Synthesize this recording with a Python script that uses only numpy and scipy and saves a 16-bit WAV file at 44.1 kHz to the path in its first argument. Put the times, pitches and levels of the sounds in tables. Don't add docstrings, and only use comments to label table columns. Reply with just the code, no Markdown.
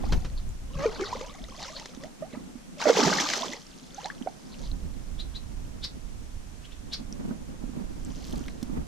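import sys
import numpy as np
from scipy import signal
from scipy.fft import rfft, irfft, next_fast_len
from scipy.io import wavfile
from scipy.ndimage import uniform_filter1d, map_coordinates

SR = 44100
rng = np.random.default_rng(int(sys.argv[2]) if len(sys.argv) > 2 else 0)


def to_wav(s):
    ch = np.atleast_2d(s).T
    pcm = np.round(np.clip(ch, -1, 1) * 32767)
    wavfile.write(sys.argv[1], SR, pcm.astype(np.int16))


N = 391166

# frequency_hz, density_db
SPRAY_SPECTRUM = [(900, -0.5), (2300, -2), (3500, -1.5), (6300, 3), (8500, -14), (11500, -23.5),
                  (13500, -17.5), (15000, -41.5)]
# frequency_hz, density_db
BRUSH_SPECTRUM = [(70, -25.5), (160, 0), (250, 1), (400, -12.5), (800, -20.5), (6000, -50)]
# frequency_hz, t60_s
TREE_DECAY = [(200, 0.357), (10000, 0.118)]


def amp(db):
    return 10 ** (np.asarray(db) / 20)


def unit(x):
    return x / np.sqrt(np.mean(x ** 2) + 1e-20)


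def along(points, hz):
    point_hz, values = np.transpose(points)
    return np.interp(np.log(hz + 1), np.log(point_hz + 1), values)


def curves(rows, outside=None):
    time_s, *columns = np.transpose(rows)
    return [np.interp(np.arange(N) / SR, time_s, column, outside, outside) for column in columns]


def wobble(rate):
    return map_coordinates(rng.standard_normal(int(N * rate / SR) + 4), [np.arange(N) * rate / SR])


def filtered(x, response):
    length = x.shape[-1]
    padded = next_fast_len(length + 8192)
    return irfft(rfft(x, padded) * response(np.fft.rfftfreq(padded, 1 / SR)), padded)[..., :length]


def coloured(x, spectrum):
    return unit(filtered(x, lambda hz: amp(along(spectrum, hz))))


def panned(x, pan_db=0):
    gains = amp(np.reshape([pan_db / 2, -pan_db / 2], (2, -1)))
    return x * gains / gains.mean(axis=0)


def noise(spectrum, side_db, pan_db):
    mid, side = coloured(rng.standard_normal((2, N)), spectrum)
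    return panned(mid, pan_db) + amp(side_db) * np.array([side, -side])


def add(track, start_s, sound):
    start = max(round(start_s * SR), 0)
    track[..., start:start + sound.shape[-1]] += sound[..., :max(N - start, 0)]


def levelled(x, level):
    power = np.abs(uniform_filter1d(np.mean(x ** 2, axis=0), size=2600))
    floor = .02 * np.mean(power[level > level.max() / 1000])
    return level * x / np.sqrt(power + floor)


def bubble_cloud(level, rate, low_hz, high_hz, cycles, spread_db, rise=0.232, width=0.186):
    births = np.flatnonzero(rng.random(N) < rate / SR * (level / level.max()) ** .65)
    register, size, side, life = rng.random((len(births), 4)).T[:, :, None]
    hz = low_hz * (high_hz / low_hz) ** register
    t = np.arange(int(np.clip(cycles / low_hz, .001, .08) * SR)) / SR
    age = t * hz / (cycles * (life + .5))
    phase = 2 * np.pi * hz * t * (1 + rise * age / 2)
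    ring = amp(-60 * age) * (1 - np.exp(-(t * hz / 2) ** 2))
    ring = ring * amp(-spread_db * np.log(size + 0.00555))
    samples = (births[:, None] + np.arange(len(t))).ravel()
    lead = width * (side - .5)
    channels = [ring * np.sin(phase + shift) for shift in (lead, -lead)]
    return np.array([np.bincount(samples, channel.ravel(), N)[:N] for channel in channels])


def fish_strokes(rounding=1.6, foam_db=-25, foam_fade_db_per_s=10, trickle_db=-71):
    # peak_s, bubbling_db, spray_db, rise_20db_s, fade_20db_s
    strokes = [(0.07, -51, -53, 0.13, 0.3641), (0.853, -37, -45, 0.1382, 0.059),
               (0.935, -44, -51, 0.1841, 0.0755), (1.018, -38, -47, 0.1031, 0.1457),
               (1.135, -44, -46.5, 0.19, 0.339), (1.52, -53, -55, 0.2842, 0.2831),
               (1.634, -44, -43, 0.1074, 0.187), (1.77, -50, -48, 0.0533, 0.25),
               (2.03, -52, -56, 0.0378, 0.0769), (2.35, -48, -66.5, 0.07, 0.0464),
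               (2.818, -31.5, -36, 0.0409, 0.1173), (2.893, -28, -31.5, 0.0636, 0.0549),
               (3.0, -27, -27, 0.1162, 0.37), (3.2, -33, -32, 0.1183, 0.2773),
               (3.34, -41, -33, 0.0959, 0.2407), (3.516, -38.5, -40, 0.0014, 0.0689),
               (4.03, -49, -50, 0.14, 0.17), (4.67, -59, -54, 0.3544, 0.0652),
               (8.27, -59.5, -50.5, 0.36, 0.41)]
    t = np.linspace(0, N / SR, N // 32)
    peak_s, bubbling_db, spray_db, rise_s, fade_s = np.transpose(strokes)[:, :, None]
    before, after = np.maximum(peak_s - t, 0), np.maximum(t - peak_s, 0)
    onset = amp(-20 * (before / rise_s) ** rounding)
    stroke = onset * amp(-20 * (after / fade_s) ** rounding)
    foam = onset * amp(foam_db - foam_fade_db_per_s * after)
    bubbling = np.linalg.norm(amp(bubbling_db) * stroke, axis=0) + amp(-150)
    spray = np.linalg.norm(amp(spray_db) * np.maximum(stroke, foam), axis=0)
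    spray = np.hypot(spray, amp(trickle_db))
    return curves(np.column_stack([t, bubbling, spray]))


def splashes(breakup_db=-46.5, fizz_onset_db=-60):
    # time_s, level_db
    churn_levels = [(2.8, -54.5), (2.89, -24), (2.935, -42), (2.985, -28), (3.07, -23), (3.13, -32),
                    (3.33, -46.5), (3.43, -38), (3.55, -49)]
    bubbling, spray = fish_strokes()
    gurgling = np.minimum(bubbling, amp(breakup_db))
    seething = bubbling ** 2 / (bubbling + amp(breakup_db))
    fizzing = spray ** 2 / (spray + amp(fizz_onset_db))
    churn = amp(curves(churn_levels, outside=-150)[0])
    deep = bubble_cloud(churn, rate=620, low_hz=171.8, high_hz=860.4, cycles=11.6, spread_db=1.5)
    slow = bubble_cloud(gurgling, rate=150, low_hz=420.06, high_hz=1305.6, cycles=53.8,
                        spread_db=2.5, rise=0.552)
    small = bubble_cloud(gurgling, rate=230, low_hz=1755, high_hz=4686, cycles=53.3,
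                         spread_db=3, rise=0.354)
    crowd = bubble_cloud(seething, rate=900, low_hz=755.5, high_hz=2691, cycles=26.2,
                         spread_db=3, width=1.97)
    crackle = bubble_cloud(spray, rate=4200, low_hz=2707, high_hz=7810, cycles=11.6, spread_db=4)
    flicker = amp(-4.5 + 2.55 * wobble(130))
    fizz = fizzing * flicker * noise(SPRAY_SPECTRUM, side_db=-6, pan_db=-1.5)
    return (panned(levelled(deep, churn), pan_db=-6.5)
            + levelled(slow, gurgling)
            + levelled(small, gurgling * amp(-6.5))
            + panned(levelled(crowd, seething), pan_db=2.18)
            + levelled(coloured(crackle, SPRAY_SPECTRUM), spray * amp(-3))
            + fizz)


def air_pockets(overtone_db=-22, waver=0.0311, swell_cycles=1.705, sink_db=-19, sink_hz=504):
    # start_s, pitch_hz, level_db, t60_s
    pockets = [(0.038, 617, -27.5, 0.016), (0.856, 484.4, -13.5, 0.0987), (0.997, 373.3, -24, 0.119),
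               (1.015, 373.9, -21, 0.0886), (1.127, 923, -27, 0.064), (1.151, 476, -30, 0.0557),
               (1.21, 471.2, -32.5, 0.151), (1.627, 900, -38, 0.043), (2.033, 567, -35.5, 0.118),
               (2.222, 577, -29.5, 0.113), (2.855, 635.7, -15.5, 0.1215), (2.869, 508, -14, 0.084),
               (2.887, 767.5, -17, 0.052), (2.898, 512.8, -5, 0.0412), (2.969, 477, -16, 0.0395),
               (2.987, 452.5, -13, 0.053), (3.055, 150.8, -22.5, 0.109), (3.127, 1520, -17.5, 0.0264),
               (3.185, 1703, -19.5, 0.032), (3.335, 1950, -17.5, 0.009), (3.431, 994.4, -24, 0.053),
               (3.979, 777.6, -33.5, 0.1075), (4.048, 769.7, -28, 0.124), (4.101, 1566, -31, 0.0274),
               (4.262, 490.4, -28, 0.0206), (4.272, 721.6, -19.5, 0.0345)]
    # frequency_hz, pan_db
    beside_boat = [(700, -6.5), (1000, -15.5), (1600, 8.5)]
    out, t = np.zeros((2, N)), np.arange(SR // 4) / SR
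    unrest, shudder = wobble(160), wobble(260)
    for start_s, hz, level_db, t60_s in pockets:
        span = round(start_s * SR) + np.arange(len(t))
        glide_oct = np.clip(0.24 * (sink_db - level_db) + 0.267 * np.log2(hz / sink_hz), -0.361, 0.89)
        pitch = hz * 2 ** (glide_oct * np.minimum(1.4 * t / t60_s, 1)) * (1 + waver * unrest[span])
        phase = 2 * np.pi * np.cumsum(pitch) / SR
        ring = np.sin(phase) + amp(overtone_db) * (np.sin(2 * phase) + np.sin(3 * phase) / 2)
        swell_s = swell_cycles / hz
        swell = np.sin(np.pi / 2 * np.minimum(t / swell_s, 1))
        fade = amp(-60 * np.maximum(t - swell_s, 0) / t60_s)
        shudder_db = 3.5 * max(glide_oct, 0) * shudder[span]
        alongside = np.clip(start_s - 1, 0, 1)
        pan_db = alongside * along(beside_boat, hz)
        add(out, start_s, panned(amp(level_db + shudder_db) * swell * fade * ring, pan_db))
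    return out


def slaps(swell_s=0.00078, crack_t60_s=0.0119, spatter_db=-16, spatter_t60_s=0.0368, top_hz=10040):
    # start_s, level_db
    landings = [(1.0098, -27), (1.2115, -30), (1.6278, -26), (1.7968, -25.5), (1.8576, -27),
                (1.9479, -34.5), (2.036, -33.5), (2.8148, -21.5), (2.8885, -18), (3.0042, -17),
                (3.2005, -12), (3.2074, -12.5), (3.2876, -18), (3.3, -16), (3.3356, -14.5), (4.0572, -24)]
    out, t = np.zeros(N), np.arange(SR // 20) / SR
    fade = amp(-60 * t / crack_t60_s) + amp(spatter_db - 60 * t / spatter_t60_s)
    envelope = fade * (1 - np.exp(-t / swell_s))
    for start_s, level_db in landings:
        burst = coloured(rng.standard_normal(len(t)) * envelope, SPRAY_SPECTRUM)
        crack = filtered(burst, lambda hz: 1 / (1 + (hz / top_hz) ** 4))
        add(out, start_s, amp(level_db) * crack / np.abs(crack).max())
    return panned(out)


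def drops(cycles=30, rise=0.18, gain_db=3):
    # start_s, level_db, pitch_hz
    plinks = [(0.492, -37, 7000), (1.4406, -31.5, 3654), (3.9462, -28, 6007), (4.0445, -24.5, 3880),
              (4.2244, -34.5, 3038), (4.7154, -31, 3975), (7.126, -26, 5580), (8.0495, -31, 7356)]
    out, t = np.zeros(N), np.arange(SR // 20) / SR
    for start_s, level_db, hz in plinks:
        age = t * hz / cycles
        phase = 2 * np.pi * hz * t * (1 + rise * np.minimum(age, 1) / 2)
        envelope = amp(-60 * age) * (1 - np.exp(-t * hz))
        add(out, start_s, amp(level_db + gain_db) * envelope * np.sin(phase))
    return panned(out)


def spurts(half_width_s=0.013):
    # peak_s, level_db
    jets = [(0.385, -51), (0.957, -47), (1.067, -40), (1.635, -45), (1.768, -42.5), (4.53, -52.5),
            (4.65, -50)]
    t = np.arange(N) / SR
    flow = sum(amp(level_db) / (1 + ((t - peak_s) / half_width_s) ** 2) for peak_s, level_db in jets)
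    bubbles = bubble_cloud(flow, rate=3000, low_hz=3547, high_hz=4570, cycles=25.7, spread_db=1.5)
    return levelled(bubbles, flow)


def water_squeal(slope_db_per_oct=-10, jitter=0.0094):
    # time_s, pitch_hz, level_db
    contour = [(0.765, 486.5, -60), (0.79, 542.1, -34), (0.825, 557.6, -32.5), (0.85, 623.3, -23.5),
               (0.86, 625, -54)]
    pitch_hz, level_db = curves(contour, outside=-150)
    phase = 2 * np.pi * np.cumsum(pitch_hz * (1 + jitter * wobble(200))) / SR
    tone = sum(amp(slope_db_per_oct * np.log2(k)) * np.sin(k * phase) for k in range(1, 12))
    return panned(amp(level_db) * tone)


def tackle_bumps(clack_t60_s=0.087, swell_s=0.00076):
    # start_s, clack_db, thud_db
    bumps = [(0.122, -24.5, -17.5), (0.247, -36, -29), (0.756, -57.5, -25.5), (8.776, -61.5, -23.5)]
    # pitch_hz, level_db, t60_s
    hull_modes = [(31.6, -1, 0.21), (62.28, -5.5, 0.272), (154, -1, 0.0946)]
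    # frequency_hz, density_db
    clack_spectrum = [(200, 7), (1300, 0), (6200, -6.5), (8000, -22.5), (14000, -36.5)]
    out, t = np.zeros(N), np.arange(SR // 3) / SR
    thud = sum((-1) ** k * amp(level_db - 60 * t / t60_s) * np.sin(2 * np.pi * hz * t)
               for k, (hz, level_db, t60_s) in enumerate(hull_modes))
    swell = 1 - np.exp(-t / swell_s)
    for start_s, clack_db, thud_db in bumps:
        clack = coloured(rng.standard_normal(len(t)), clack_spectrum) * amp(-60 * t / clack_t60_s)
        add(out, start_s, (amp(thud_db) * thud + amp(clack_db) * clack) * swell)
    return panned(out)


def close_knocks(note_hz=239, t60_s=0.047, swell_s=0.00169, tap_db=-19):
    # start_s, level_db
    knocks = [(1.973, -36), (2.333, -34.5), (2.372, -32.5), (2.554, -34.5), (4.212, -31.5), (7.309, -25),
              (7.637, -31.5), (7.692, -32.5), (7.773, -34.5), (8.408, -30.5), (8.627, -26.5), (8.697, -30)]
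    # frequency_hz, density_db
    tap_spectrum = [(1400, 7.5), (3500, -32.5)]
    out, t = np.zeros(N), np.arange(SR // 8) / SR
    fade = amp(-60 * t / t60_s)
    note = np.sin(2 * np.pi * note_hz * t) * fade * (1 - np.exp(-t / swell_s))
    for start_s, level_db in knocks:
        tap = coloured(rng.standard_normal(len(t)), tap_spectrum) * fade
        add(out, start_s, amp(level_db) * (note / note.max() + amp(tap_db) * tap))
    return panned(out, pan_db=-15.5)


def tick(centre_hz, t60_s=0.0231):
    t = np.arange(SR // 20) / SR
    band = filtered(rng.standard_normal(len(t)),
                    lambda hz: (hz * centre_hz / (hz ** 2 + centre_hz ** 2)) ** 3)
    return unit(band) * amp(-60 * t / t60_s) * (1 - np.exp(-t * centre_hz / 2))


def lifting(drips=16, drip_start_s=8.215, drip_length_s=0.29, drip_db=-44, fade_db_per_s=33.5):
    # start_s, level_db, centre_hz
    tackle_ticks = [(8.481, -32, 1900), (8.628, -36.5, 4757)]
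    out = np.zeros(N)
    for start_s, level_db, centre_hz in tackle_ticks:
        add(out, start_s, amp(level_db) * tick(centre_hz))
    for delay_s in drip_length_s * (np.arange(drips) + rng.random(drips)) / drips:
        level_db = drip_db - fade_db_per_s * delay_s + rng.normal(0, 4)
        add(out, drip_start_s + delay_s, amp(level_db) * tick(centre_hz=5320))
    return panned(out)


def birds(half_width_s=0.011, sweep=0.26, rasp=0.1546, scratch_db=-10):
    # peak_s, pitch_hz, level_db, roughness (0-1)
    chips = [(5.204, 3979, -40.5, 0.56), (5.362, 4040, -42, 0.51), (5.846, 4440, -33, 1),
             (6.651, 3140, -51.5, 0.92), (6.724, 3350, -53, 0.98), (6.939, 4462, -32.5, 0.89)]
    scratch_spectrum = [(500, -12.5), (5300, -6.5), (12000, -26.5)]  # frequency_hz, density_db
    out, t = np.zeros(N), np.arange(-SR // 12, SR // 12) / SR
    tremor = wobble(2400)
    upsweep = 1 + sweep * np.minimum(np.tanh(t / half_width_s / 2), .2)
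    envelope = 1 / np.cosh(np.pi / 2 * t / half_width_s)
    for peak_s, hz, level_db, roughness in chips:
        pitch = hz * upsweep * (1 + roughness * rasp * tremor[round(peak_s * SR):][:len(t)])
        tone = np.sqrt(2) * np.sin(2 * np.pi * np.cumsum(pitch) / SR)
        scratch = coloured(rng.standard_normal(len(t)), scratch_spectrum)
        add(out, peak_s + t[0], amp(level_db) * envelope * (tone + amp(scratch_db) * scratch))
    calls = panned(out)
    return calls + amp(-2.5) * echo(calls, TREE_DECAY)


def clothing(half_width_s=0.05):
    # peak_s, level_db
    rubs = [(7.265, -40), (7.81, -46), (8.36, -41.5), (8.755, -41)]
    t = np.arange(N) / SR
    pressure = sum(amp(db) * np.exp(-((t - peak_s) / half_width_s) ** 2 / 2) for peak_s, db in rubs)
    return pressure * amp(3.8 * wobble(70)) * noise(BRUSH_SPECTRUM, side_db=4, pan_db=-17)


def wind():
    # time_s, level_db
    buffet_levels = [(0, -31), (0.15, -29), (0.4, -33.5), (2, -53.5), (4.45, -58), (4.68, -35.5), (7, -42),
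                     (8.87, -37)]
    # time_s, level_db
    flutter_levels = [(0, -39.5), (0.42, -58), (0.9, -51), (1.6, -57), (2.3, -48.5), (3.7, -57), (4.7, -49),
                      (6.7, -57.5), (7.2, -47.5), (8.87, -47)]
    # time_s, pan_db
    lean = [(4, -1), (4.8, -11)]
    # frequency_hz, density_db
    buffet_spectrum = [(12, -5), (28, 3.5), (65, -5.5), (200, -22), (500, -61)]
    # frequency_hz, density_db
    hush_spectrum = [(105, -10.5), (180, 3), (300, -3), (541, -6), (1780, -12.5), (4500, -16.5),
                     (6180, -13.5), (9610, -19.5), (14000, -30.5), (15000, -56.5)]
    (buffet_db,), (flutter_db,), (pan_db,) = curves(buffet_levels), curves(flutter_levels), curves(lean)
    gust = wobble(14)
    buffet = amp(buffet_db - 1 + 2 * gust) * noise(buffet_spectrum, side_db=-8, pan_db=pan_db)
    flutter_gain = amp(flutter_db + gust + 3.17 * wobble(35))
    flutter = flutter_gain * noise(BRUSH_SPECTRUM, side_db=2.5, pan_db=pan_db)
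    hush = amp(-55.5) * noise(hush_spectrum, side_db=0, pan_db=-0.5)
    return buffet + flutter + hush


def echo(x, decay):
    hz, t, spectra = signal.stft(rng.standard_normal((2, SR // 2)), SR, nperseg=256)
    fade = amp(-60 * t / along(decay, hz)[:, None])
    _, tail = signal.istft(spectra * fade, SR, nperseg=256)
    return signal.fftconvolve(x, tail / np.linalg.norm(tail[0]), axes=1)[:, :N]


def scene():
    # frequency_hz, t60_s
    boat_decay = [(200, 0.128), (10000, 0.04)]
    water = splashes() + drops() + slaps() + spurts()
    water = filtered(water, lambda hz: hz ** 4 / (hz ** 4 + 132 ** 4))
    near = water + air_pockets() + tackle_bumps() + close_knocks() + lifting() + water_squeal()
    glance = filtered(near, lambda hz: hz ** 2 / (hz ** 2 + 1100 ** 2))
    reflections = amp(-12) * echo(glance, boat_decay) + amp(-18) * echo(near, TREE_DECAY)
    return near + reflections + birds() + clothing() + wind()


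def record(dry, top_hz=15100):
    return filtered(dry, lambda hz: hz < top_hz)


dry = scene()
out = record(dry)
to_wav(out)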